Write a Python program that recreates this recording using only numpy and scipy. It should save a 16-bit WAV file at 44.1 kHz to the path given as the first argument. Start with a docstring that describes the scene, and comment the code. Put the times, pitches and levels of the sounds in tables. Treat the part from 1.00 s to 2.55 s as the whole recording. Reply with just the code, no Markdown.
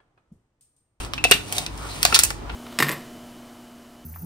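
"""A foil lid is peeled off a small plastic cup, close by, at a desk in a small room.
The foil buckles in sharp snaps: noise cracks, each with a short shiver, that set the decaying sines of the rim
and of flipping facets ringing. Between them the seal lets go with a fine crackle of random grains, and filtered
noise makes the rub of the fingers and the sliding foil. Echoes and a diffuse tail place it in the room, which
hums quietly, and the loudest snaps overload the microphone."""
import sys
import numpy as np
from scipy import signal
from scipy.io import wavfile
from scipy.ndimage import uniform_filter1d, map_coordinates

SR = 44100
rng = np.random.default_rng(int(sys.argv[2]) if len(sys.argv) > 2 else 0)


def transcribe(u):
    """Save the signal u as a 16-bit wav file named by the first command-line argument.

    u: samples, shape (n,) or (channels, n), limited to [-1, 1]; the rate is SR.
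    q: integer samples, one column per channel.
    """
    v = np.clip(np.atleast_2d(u).T, -1, 1)
    q = np.round(v * 32767).astype(np.int16)
    wavfile.write(sys.argv[1], SR, q)


N = 68355
TIME = np.arange(N) / SR
# analysis bands, evenly spaced in log frequency: low_hz, centre_hz, high_hz
EDGES = np.geomspace(22, 17000, 25)
BANDS = list(zip(EDGES, np.sqrt(EDGES[1:] * EDGES[:-1]), EDGES[1:]))


def from_db(db):
    """Decibel law: 20 dB is a factor of ten in amplitude."""
    return 10 ** (np.asarray(db) / 20)


def rms_one(x):
    """Power normalisation: scale to rms 1."""
    return x / np.sqrt(np.mean(x ** 2) + 1e-20)


def unit_energy(x):
    """Energy normalisation: scale each channel to the energy of a unit click."""
    return x / np.sqrt(np.sum(x ** 2, axis=-1, keepdims=True) + 1e-20)


def at_hz(points, hz, column=1):
    """Logarithmic pitch scale: interpolate a table column along log frequency."""
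    rows = np.array(points)
    return np.interp(np.log(hz), np.log(rows[:, 0]), rows[:, column])


def level(curve):
    """Amplitude envelope: gain over time from points of time_s, level_db."""
    return from_db(np.interp(TIME, *np.transpose(curve)))


def band(x, low, high):
    """Causal band-pass filtering."""
    sos = signal.butter(2, [low, high], "band", fs=SR, output="sos")
    return signal.sosfilt(sos, x + 1e-18)


def pair(two, likeness):
    """Interchannel correlation: mix two unrelated signals to a left and right of given likeness."""
    c = np.clip(likeness, -1, 1)
    mid = np.sqrt((1 + c) / 2) * two[0]
    side = np.sqrt((1 - c) / 2) * two[1]
    return np.array([mid + side, mid - side])


def pan(db):
    """Interaural level difference: gains for a left channel db above the right."""
    return from_db(np.array([[db / 2], [-db / 2]]))


def late(x, s):
    """Propagation delay: shift by a time in seconds, to a fraction of a sample."""
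    return map_coordinates(x, [(TIME - s) * SR], order=3)


def drift(rate):
    """Random modulation: a smooth curve through rate random knots per second, of spread about 1."""
    knots = rng.standard_normal(200)
    return map_coordinates(knots, [TIME * rate], order=3, mode="wrap")


def add(out, sound, s):
    """Superposition: mix a sound in from a time in seconds."""
    i = max(int(s * SR), 0)
    out[..., i:i + sound.shape[-1]] += sound[..., :N - i]


def ring(hz, t60):
    """Damped free vibration: a sine that falls 60 dB in t60 seconds."""
    return np.sin(2 * np.pi * hz * TIME) * from_db(-60 * TIME / t60)


def coloured(sources, colour, likeness):
    """Subtractive synthesis: stereo noise of rms 1, shaped band by band."""
    total = 0
    for k, (low, hz, high) in enumerate(BANDS):
        if high > colour[0][0]:
            # neighbouring bands take unrelated sources
            stereo = pair(band(sources[k % 2], low, high), at_hz(likeness, hz))
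            total = total + from_db(at_hz(colour, hz)) * stereo
    return rms_one(total)


# spectrum of the room air: pitch_hz, relative level_db
AIR = [(30, -37), (60, -12), (90, -10.5), (140, -3.5), (200, -12.5), (310, -8), (550, -20), (800, -20),
       (1600, -40), (4000, -33), (9000, -39), (16000, -73)]
# left-right correlation of diffuse noise: pitch_hz, likeness (no unit)
AIR_LIKENESS = [(50, 0.79), (130, 0.63), (400, 0.31), (1200, 0.067), (8000, 0.063)]
# spectrum of the rumble: pitch_hz, relative level_db
RUMBLE = [(25, -32), (38, -11), (52, 3), (75, -2.5), (120, -21), (300, -51)]
# low and upper hum tones: pitch_hz, level_db, waver_db
HUM = [(52, -38, 2.5), (98.7, -46, 0)]
# swell and sinking of the rumble and the low hum: time_s, gain_db
DRONE = [(0, 7), (.12, -9.5), (.25, -3), (.37, 3), (.47, -18.5), (.57, -1.5), (.65, -10), (.75, 2.5),
         (.88, -2.5), (.96, -8), (1.06, 1), (1.2, 1.5), (1.3, 7.5), (1.38, 1), (1.55, 1.5)]
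AIR_DB, RUMBLE_DB, HUM_WANDER_HZ = -40.5, -42, 2.37


def background():
    """Stationary noise and modulated tones: room air, with a low hum and rumble that swell and sink."""
    air = from_db(AIR_DB) * coloured(rng.standard_normal((2, 2, N)), AIR, AIR_LIKENESS)
    rumble = from_db(RUMBLE_DB) * coloured(rng.standard_normal((2, 2, N)), RUMBLE, AIR_LIKENESS)
    tones = []
    for hz, db, waver_db in HUM:
        gain = from_db(db + waver_db * drift(9.3))
        phase = 2 * np.pi * np.cumsum(hz + HUM_WANDER_HZ * drift(8)) / SR
        tones.append(gain * np.sqrt(2) * np.sin(phase))
    low_hum, upper_hum = tones
    return air + level(DRONE) * (rumble + low_hum) + upper_hum


# fingers rubbing on the cup and the foil: time_s, level_db
RUB = [(0, -35), (.10, -45), (.2, -43), (.45, -47), (.57, -38.5), (.66, -44), (.78, -42), (.86, -39),
       (.95, -40.5), (1.1, -36.5), (1.3, -46), (1.55, -39)]
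# spectrum of the rub: pitch_hz, relative level_db
RUB_COLOUR = [(200, -4.5), (500, 0), (780, 0.5), (1000, 5.5), (1300, -2), (1800, -7.5), (3000, -12),
              (8000, -29)]


def rub():
    """Friction noise: the soft rub of the fingers as enveloped, coloured noise."""
    return level(RUB) * coloured(rng.standard_normal((2, 2, N)), RUB_COLOUR, AIR_LIKENESS)


# the foil slides briefly over the rim: centre_s, length_s, pitch_hz, width_hz, level_db
SLIDES = [(0.565, 0.2, 750, 130, -39), (0.846, 0.14, 1250, 310, -41), (0.918, 0.062, 4200, 690, -38.5),
          (0.013, 0.076, 2800, 730, -44)]
SLIDE_LIKENESS = 0.6


def slides():
    """Resonant friction: short swells of noise, each in one band."""
    out = np.zeros((2, N))
    for centre_s, length_s, hz, width_hz, db in SLIDES:
        swell = np.cos(np.pi * np.clip((TIME - centre_s) / length_s, -.5, .5))
        noise = pair(rng.standard_normal((2, N)), SLIDE_LIKENESS)
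        hiss = band(noise, hz - width_hz / 2, hz + width_hz / 2)
        out += from_db(db) * swell * rms_one(hiss)
    return out


# crackle of the seal letting go: time_s, level_db
PEEL = [(0, -37), (.06, -42), (.11, -69), (.16, -47), (.22, -67), (.30, -33.5), (.37, -51), (.45, -44),
        (.51, -38), (.575, -30), (.63, -37), (.70, -53.5), (.80, -43.5), (.92, -37.5), (.99, -39),
        (1.10, -32.5), (1.22, -33), (1.30, -40), (1.36, -75), (1.55, -51.5)]
# spectrum of the crackle: pitch_hz, relative level_db
PEEL_COLOUR = [(500, -3.5), (1200, -17), (2000, 1.5), (3000, 2.5), (4300, -1), (7000, -2), (9000, 2.5),
               (11000, -7), (15000, -11.5)]
GRAINS_PER_S, GRAIN_SPREAD_DB, PEEL_LIKENESS = 3500, 0.5, 0.63


def peel():
    """Granular fracture noise: thousands of tiny breaks of uneven size run along the seal."""
    sizes = from_db(GRAIN_SPREAD_DB * np.minimum(rng.exponential(1, N), 5))
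    breaks = rng.random(N) < GRAINS_PER_S / SR
    grains = sizes * breaks * rng.standard_normal((2, 2, N))
    return level(PEEL) * coloured(grains, PEEL_COLOUR, [(1000, PEEL_LIKENESS)])


# modes of the cup's rim: pitch_hz, level_db, t60_s
RIM = [(2360, -25, 0.058), (2458, -15, 0.053), (2619, -8, 0.099), (2674, -21, 0.17), (2810, -16.5, 0.11),
       (3020, -33, 0.15), (4220, -37, .15)]
RIM_PAN_DB, RIM_LAG_S = 0.5, 0.00009  # left above right, right after left


def rim():
    """Modal excitation: each snap sets the rim's damped modes ringing at its own level."""
    modes = sum(from_db(db) * ring(hz, t60) for hz, db, t60 in RIM)
    out = np.zeros(N)
    for s, *_, rim_db in SNAPS:
        add(out, from_db(rim_db) * modes, s)
    return pan(RIM_PAN_DB) * np.array([out, late(out, RIM_LAG_S)])


# a facet of the lid flips and rings briefly: start_s, pitch_hz, level_db, t60_s
POPS = [(0.136, 1190, -19, 0.012), (.2508, 720, -11, 0.027), (0.2529, 523, -18.5, .022),
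        (0.3121, 434, -10.5, 0.049), (0.3186, 2830, -6, 0.057), (.3190, 1390, -15.5, 0.033),
        (.5253, 3160, -22.5, 0.02), (0.5823, 3790, -13, 0.017), (0.663, 5170, -22.5, .01),
        (1.0515, 720, -8.5, 0.025), (1.0525, 1136, -18, .025), (1.1245, 1350, -15, 0.037),
        (1.1453, 3320, -13, 0.02), (1.1608, 1369, -15.5, 0.053), (1.1914, 5560, -10, 0.026),
        (1.3035, 1387, -29.5, .035), (1.496, 1414, -35, 0.049)]
POP_PAN_DB = 4.5


def pops():
    """Damped resonance: a flipping facet of the lid rings briefly, and the low ones sound hollow."""
    out = np.zeros(N)
    for s, hz, db, t60 in POPS:
        add(out, from_db(db) * ring(hz, t60), s)
    return out * pan(POP_PAN_DB)


# the foil snaps: start_s, four band levels_db (at the pitches of SNAP_HZ),
# shiver relative to the crack_db, rim ring_db
SNAPS = [(.0482, -12, -9, -4.5, -6.5, -12, -70), (0.1354, -4, 6.5, 8, -3, -5, -60),
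         (0.1794, -13, 2.5, 0, -22, 11, -16), (0.2405, -11, 11.5, 10, 15, -3, -1.5),
         (0.2435, -34, 12, 19.5, -9, 18, -11), (.2495, 13, 4, 5, -8, -3, -21),
         (0.3118, 15.5, 19, 15.5, 26.5, -2.5, 0), (0.3163, 8.5, 20.5, 27, 8, 20, -25),
         (0.3231, -11, 13, 19, -17, 13, -2.5), (0.3358, -5, 9, 9, 6, 17, -44),
         (0.5247, 7, 4.5, 2, 11.5, -2.5, -28), (0.5655, 5.5, -13, 3, 2, 0, -60),
         (0.5821, 9, 0, 9.5, 10.5, -1, -50), (0.6637, 3, -2, 5, -2, -2.5, -27.5),
         (0.7744, -7, -11, -10, -7.5, 15, -59), (1.0296, -12, 12, 18.5, 19, -13, -46),
         (1.0509, 7, 20.5, 23.5, 21.5, -3, -41), (1.126, 17.5, 17, 9.5, -1, -4, -12),
         (1.141, -8, -11, 20, -7, 5, -50), (1.1446, 13, 10, 29, 18, -1.5, -31),
         (1.1497, -18, 7, 25.5, 21.5, 0, -35), (1.1610, 10.5, 18.5, 16.5, 10.5, -0.5, -35),
         (1.19, -3, 19, 16.5, 26, -2, -30), (1.1955, 3, -5, 14, 7, 0, -26),
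         (1.235, 5, 11.5, 8.5, 26, 14, -17), (1.2494, -11, -13, -4, 13, -2, -63),
         (1.304, 8, 12.5, 4.5, 3, 0.5, -36), (1.4961, 0, 3.5, 2, -48, 20, -31.5)]
# where the four band levels of a snap apply: pitch_hz
SNAP_HZ = (600, 1400, 3500, 9000)
# stereo balance of the snaps: pitch_hz, left minus right_db
BALANCE_DB = [(250, -1), (700, 5.5), (1400, -0.5), (2700, 3.5), (5000, -6), (9000, -1), (15000, -2)]
BASS_DB_PER_OCT, TOP_DB_PER_OCT = -2.5, -15  # slopes below and above SNAP_HZ
CRACK_S, SHIVER_S = 0.00047, 0.0068  # time constants of the decay
SNAP_LIKENESS, SHIVER_LIKENESS = 0.97, 0.56
SHIVER_ROUGH_DB = 5.0
SHIVER_GRAIN_S = 0.0011  # the shiver is a run of tiny after-cracks this long


def snaps():
    """Impulsive buckling: a crack with a sub-millisecond decay and a short shiver, each snap coloured."""
    rows, t = np.array(SNAPS), TIME[:SR // 20]
    # axes: alternate bands, four sources, snaps, time
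    white = rng.standard_normal((len(rows), 2, 4, len(t))).transpose(1, 2, 0, 3)
    lumps = uniform_filter1d(rng.standard_normal((len(rows), len(t))), max(int(SHIVER_GRAIN_S * SR), 1))
    ragged = from_db(SHIVER_ROUGH_DB * rms_one(lumps)) * np.exp(-t / SHIVER_S)
    sounds = 0
    for k, (low, hz, high) in enumerate(BANDS):
        if hz < 200:
            continue
        crack = band(pair(white[k % 2, :2], SNAP_LIKENESS) * np.exp(-t / CRACK_S), low, high)
        shiver = band(pair(white[k % 2, 2:], SHIVER_LIKENESS) * ragged, low, high)
        burst = unit_energy(unit_energy(crack) + from_db(rows[:, 5:6]) * unit_energy(shiver))
        db = np.array([np.interp(np.log(hz), np.log(SNAP_HZ), row[1:5]) for row in rows])
        db = db + BASS_DB_PER_OCT * max(np.log2(SNAP_HZ[0] / hz), 0)
        db = db + TOP_DB_PER_OCT * max(np.log2(hz / SNAP_HZ[-1]), 0)
        click_share = np.sqrt(2 * (high - low) / SR)  # a flat click's amplitude in this band
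        balance = pan(at_hz(BALANCE_DB, hz))[:, None]
        sounds = sounds + burst * from_db(db)[:, None] * click_share * balance
    out = np.zeros((2, N))
    for k, s in enumerate(rows[:, 0]):
        add(out, sounds[:, k], s)
    return out


# echoes from the desk and the things on it: left delay_s, right delay_s, level_db
ECHOES = [(.0011, .0013, -14.5), (.0027, 0.0021, -17.5), (.0046, .0049, -15)]


def desk(x):
    """Early reflection: a few close, delayed copies."""
    out = 0
    for left_s, right_s, db in ECHOES:
        out = out + from_db(db) * np.array([late(x[0], left_s), late(x[1], right_s)])
    return out


# reverberation of the room: pitch_hz, level_db, t60_s
ROOM = [(242, -2, 0.22), (700, -11.5, 0.31), (1400, -9.5, 0.26), (3080, -8, 0.26), (5454, -10.5, 0.31),
        (8900, -12.5, 0.27), (15000, -13, 0.24)]
ROOM_BUILD_S, ROOM_LIKENESS = 0.002, 0.49


def room(x):
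    """Diffuse reverberation: a noise tail that builds up quickly and dies band by band."""
    t = TIME[:SR // 2]
    white = rng.standard_normal((2, 2, len(t)))
    build = 1 - np.exp(-(t / ROOM_BUILD_S) ** 2)
    tail = 0
    for k, (low, hz, high) in enumerate(BANDS):
        decay = np.exp(-np.log(1000) * t / at_hz(ROOM, hz, column=2))
        noise = band(pair(white[k % 2], ROOM_LIKENESS), low, high)
        click_share = np.sqrt(2 * (high - low) / SR)
        tail = tail + from_db(at_hz(ROOM, hz)) * click_share * unit_energy(noise * build * decay)
    return signal.fftconvolve(x, tail, axes=1)[:, :N]


RIGHT_LAG_S = 0.000215


def scene():
    """Interchannel time difference: the sound of the foil reaches the left microphone first."""
    left, right = snaps() + peel()
    foil = np.array([left, late(right, RIGHT_LAG_S)])
    cup = foil + desk(foil) + rim() + pops() + rub() + slides()
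    return cup + room(cup) + background()


# treble dips of the microphone: pitch_hz, width_hz, depth (0-1)
MIC_DIPS = [(7450, 2700, 0.26), (11610, 2000, 0.77)]
OVERLOAD, CUTOFF_HZ = 1.0, 15700  # clipping amplitude, low-pass edge


def record(dry):
    """Transducer response and overload: two treble dips, clipped peaks, then a steep low-pass."""
    x = dry
    for hz, width_hz, depth in MIC_DIPS:
        resonance = signal.lfilter(*signal.iirpeak(hz, hz / width_hz, fs=SR), x)
        x = x - np.clip(depth, 0, 1) * resonance
    clipped = np.clip(x, -OVERLOAD, OVERLOAD)
    return signal.sosfilt(signal.ellip(10, .2, 70, CUTOFF_HZ, fs=SR, output="sos"), clipped)


dry = scene()
out = record(dry)
transcribe(out)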